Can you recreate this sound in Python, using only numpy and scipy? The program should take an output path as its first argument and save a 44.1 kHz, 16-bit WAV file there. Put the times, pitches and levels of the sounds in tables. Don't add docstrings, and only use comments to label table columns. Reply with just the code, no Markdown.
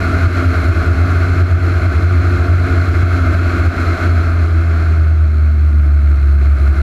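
import sys
import numpy as np
from scipy.fft import rfft, irfft, next_fast_len
from scipy.io import wavfile
from scipy.ndimage import uniform_filter1d, map_coordinates

SR = 44100
rng = np.random.default_rng(int(sys.argv[2]) if len(sys.argv) > 2 else 0)


def log_audio(samples):
    frames = np.atleast_2d(samples).T
    limited = np.clip(frames, -1, 1)
    pcm = np.round(limited * 32767).astype(np.int16)
    wavfile.write(sys.argv[1], SR, pcm)


N = 300759
TIME = np.arange(N) / SR


# (time [s], tone level [dB], boom level [dB])
PROPELLER_LEVELS = [(0, -16.5, -18.5), (2.3, -12.5, -16.5), (3.5, -14, -16.5), (4.2, -12.5, -23),
                    (5.4, -10, -26), (6.3, -9, -20), (6.82, -10, -17)]
# (time [s], rise [dB], half length [s])
ROUGH_AIR_SURGES = [(.272, 12.5, 0.015), (.47, 8, 0.019), (.70, 10.5, .016), (.92, 9, 0.011),
                    (1.05, 5.5, .02), (1.43, 10.5, .025), (1.53, 7, 0.047), (1.87, 7.5, 0.013),
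                    (2.12, 4.5, .014), (2.55, 6, 0.057), (3.039, 10.5, .014), (3.28, 3, .02),
                    (3.68, 8.5, .014), (4.06, 3.5, .014), (6.38, 1.5, .02)]
# (time [s], depth [dB], half length [s])
PROPELLER_LULLS = [(.42, 9, 0.016), (1.915, 7, 0.014), (3.76, 6.5, .05), (3.98, 20, 0.033),
                   (6.755, 10, .015)]
# (multiple of the blade rate, relative level at full speed [dB], at low speed [dB])
BLADE_HARMONICS = [(2, -31, -33), (3, -28.5, -32.5), (4, -30, -37.5), (5, -34.5, -42), (6, -50, -56),
                   (7, -44, -60), (9, -48.5, -60.5)]
# (frequency [Hz], relative level [dB])
BOOM_SPECTRUM = [(15, -43), (30, -34), (45, -30.5), (58, -13.5), (68, -6.5), (78, 3.5), (88, -5.5),
                 (100, -15), (125, -43), (200, -48), (400, -100)]
def propeller(blade_passes, blade_hz, overtone_db=-2.0):
    tone_db, boom_db = curves(PROPELLER_LEVELS)
    lull_db = swells(PROPELLER_LULLS)
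    tone_rms = amp(tone_db + swells(ROUGH_AIR_SURGES) - lull_db)
    tone = tone_rms * np.sqrt(2) * np.sin(2 * np.pi * blade_passes)
    overtones = partials(blade_passes, blade_hz, BLADE_HARMONICS, flutter_db=2.5, drift_cycles=0.61)
    boom = amp(boom_db - lull_db) * coloured(rng.standard_normal(N), BOOM_SPECTRUM)
    return tone + amp(overtone_db) * overtones + boom


# (time [s], relative level [dB])
ROAR_LEVELS = [(0, -23), (2.1, -26.5), (4.04, -23.5), (4.1, -26.5), (4.55, -30.5), (4.92, -29.5),
               (5.02, -34), (5.35, -36), (5.95, -37.5), (6.82, -30.5)]
# (frequency [Hz], relative level [dB])
ROAR_SPECTRUM = [(20, -11.5), (45, 3.5), (110, -3), (250, -3), (490, -15), (900, -17.5), (1800, -12.5),
                 (2950, -24.5), (5000, -28), (8300, -39.5), (12000, -42), (15000, -54.5)]
# (frequency [Hz], half width [Hz], lift [dB])
ROAR_RESONANCES = [(319.2, 19.2, 9), (377, 54, 8.5), (662.3, 110, 14.5), (1137, 116, 4), (1395.5, 257, 16),
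                   (2128, 114, 8.5), (2463, 270, 7), (3285, 98, 3.5), (4065, 178, 9), (4330, 93, 8.5),
                   (7020, 800, 3.5), (11400, 410, 5)]
# (multiple of the crank rate, relative level at full speed [dB], at low speed [dB])
ENGINE_ORDERS = [(2, -32.5, -32.5), (4, -36.5, -44.5), (4.5, -37, -50), (5.5, -51, -40.5)]
def engine(crank_turns, crank_hz, puff_depth=0.099, cylinder_db=0.43, roar_db=1.5, bass_db=3):
    firings = 4 * crank_turns
    cylinder_gains = amp(cylinder_db * rng.standard_normal(size=8))
    puffs = cylinder_gains[firings.astype(int) % 8] * (1 + puff_depth * np.cos(2 * np.pi * firings))
    roar = coloured(puffs * rng.standard_normal(N), ROAR_SPECTRUM, ROAR_RESONANCES)
    bass = filtered(roar, lambda hz: 1 / (1 + (hz / 450) ** 2))
    roar += (amp(bass_db * (2 - load(crank_hz))) - 1) * bass
    level_db, = curves(ROAR_LEVELS)
    roar *= amp(level_db + roar_db + 0.64 * wobble(22))
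    return roar + partials(crank_turns, crank_hz, ENGINE_ORDERS, flutter_db=2.5, drift_cycles=0.16)


# (frequency [Hz], gain [dB])
HULL_RESPONSE = [(128, -3), (134, -10), (140, 0.5), (151, -5), (161, 3), (171, -10), (178, -8), (208, -7),
                 (226, -1.5), (241, -15.5), (253, -4.5), (263, 0.5), (290, -6.5), (352, -2.5)]
def partials(cycles, rate_hz, orders, flutter_db, drift_cycles):
    total = np.zeros(N)
    for order, fast_db, slow_db in orders:
        source_db = slow_db + load(rate_hz) * (fast_db - slow_db)
        path_db = along(HULL_RESPONSE, order * rate_hz) + flutter_db * wobble(12)
        phase = 2 * np.pi * (order * cycles + rng.random()) + drift_cycles * wobble(9)
        total += amp(source_db + path_db) * np.sin(phase)
    return np.sqrt(2) * total


# (frequency [Hz], relative level [dB])
BUZZ_SPECTRUM = [(600, -2.5), (1500, 7.5), (2400, 9), (3300, -11), (4200, 4.5), (4800, -14), (8000, -15),
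                 (12000, -16.5), (15000, -34)]
def buzz(blade_passes, blade_hz, slow_db=-47.0, load_db=-5, decay_s=0.0014, scatter_db=1, wander_db=1.5):
    knocks = blade_passes + 1 / 4
    age_s = knocks % 1 / blade_hz
    strength = amp(scatter_db * rng.standard_normal(size=1000))[knocks.astype(int)]
    level_db = slow_db + load_db * load(blade_hz) + wander_db * wobble(11)
    bursts = strength * np.exp(-age_s / decay_s) * rng.standard_normal(N)
    return amp(level_db) * coloured(bursts, BUZZ_SPECTRUM)


# (time [s], level [dB])
SPRAY_LEVELS = [(0, -57), (2, -62.5), (5.7, -66), (6.82, -57.5)]
# (frequency [Hz], relative level [dB])
SPRAY_SPECTRUM = [(1500, -9.5), (4000, -1.5), (7000, 1), (8200, -1.5), (9500, 7), (12000, -4.5),
                  (15000, -5.5)]
def spray(swell_db=1.5):
    level_db, = curves(SPRAY_LEVELS)
    return amp(level_db + swell_db * wobble(18)) * coloured(rng.standard_normal(N), SPRAY_SPECTRUM)


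def load(rate_hz):
    return (rate_hz - rate_hz.min()) / np.ptp(rate_hz)


def swells(rows):
    return sum(db * np.exp(-((TIME - s) / length) ** 2) for s, db, length in rows)


def amp(db):
    return 10 ** (np.asarray(db) / 20)


def along(points, hz):
    frequencies, values = np.transpose(points)
    return np.interp(np.log(hz + 1), np.log(frequencies + 1), values)


def curves(rows):
    times, *columns = np.transpose(rows)
    return [np.interp(TIME, times, column) for column in columns]


def wobble(rate):
    return map_coordinates(rng.standard_normal(int(N * rate / SR) + 4), [TIME * rate])


def filtered(x, response):
    size = next_fast_len(N + 8192)
    return irfft(rfft(x, size) * response(np.fft.rfftfreq(size, 1 / SR)), size)[:N]


def coloured(x, spectrum, resonances=()):
    lift_db = lambda f: sum(db * np.exp(-((f - hz) / width) ** 2) for hz, width, db in resonances)
    shaped = filtered(x, lambda f: amp(along(spectrum, f) + lift_db(f)))
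    return shaped / np.sqrt(np.mean(shaped ** 2) + 1e-20)


# (time [s], blade-passing frequency [Hz])
BLADE_RATE = [(0, 87.82), (2.6, 88.9), (4, 86.49), (4.3, 84.44), (4.7, 82.5), (5, 79.85), (5.25, 77.1),
              (6.2, 70.63), (6.82, 69.26)]
def scene(crank_per_blade=.7865):
    blade_hz, = curves(BLADE_RATE)
    blade_passes = np.cumsum(blade_hz) / SR
    motor = engine(crank_per_blade * blade_passes, crank_per_blade * blade_hz)
    return (propeller(blade_passes, blade_hz) + motor + buzz(blade_passes, blade_hz) + spray())[None]


def limiter(x, ceiling_db=-4.5, release_db_per_s=50):
    over_db = np.maximum(20 * np.log10(np.abs(x) + 1e-9) - ceiling_db, 0)
    climb_db = release_db_per_s * TIME
    cut_db = np.maximum.accumulate(over_db + climb_db) - climb_db
    return x * amp(-uniform_filter1d(cut_db, size=130))


def record(dry, input_db=1, top_hz=15200, fade_s=.004):
    fades = np.minimum(np.minimum(TIME, TIME[::-1]) / fade_s, 1)
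    limited = limiter(dry[0] * amp(input_db))
    return filtered(fades * limited, lambda hz: hz < top_hz)[None]


dry = scene()
out = record(dry)
log_audio(out)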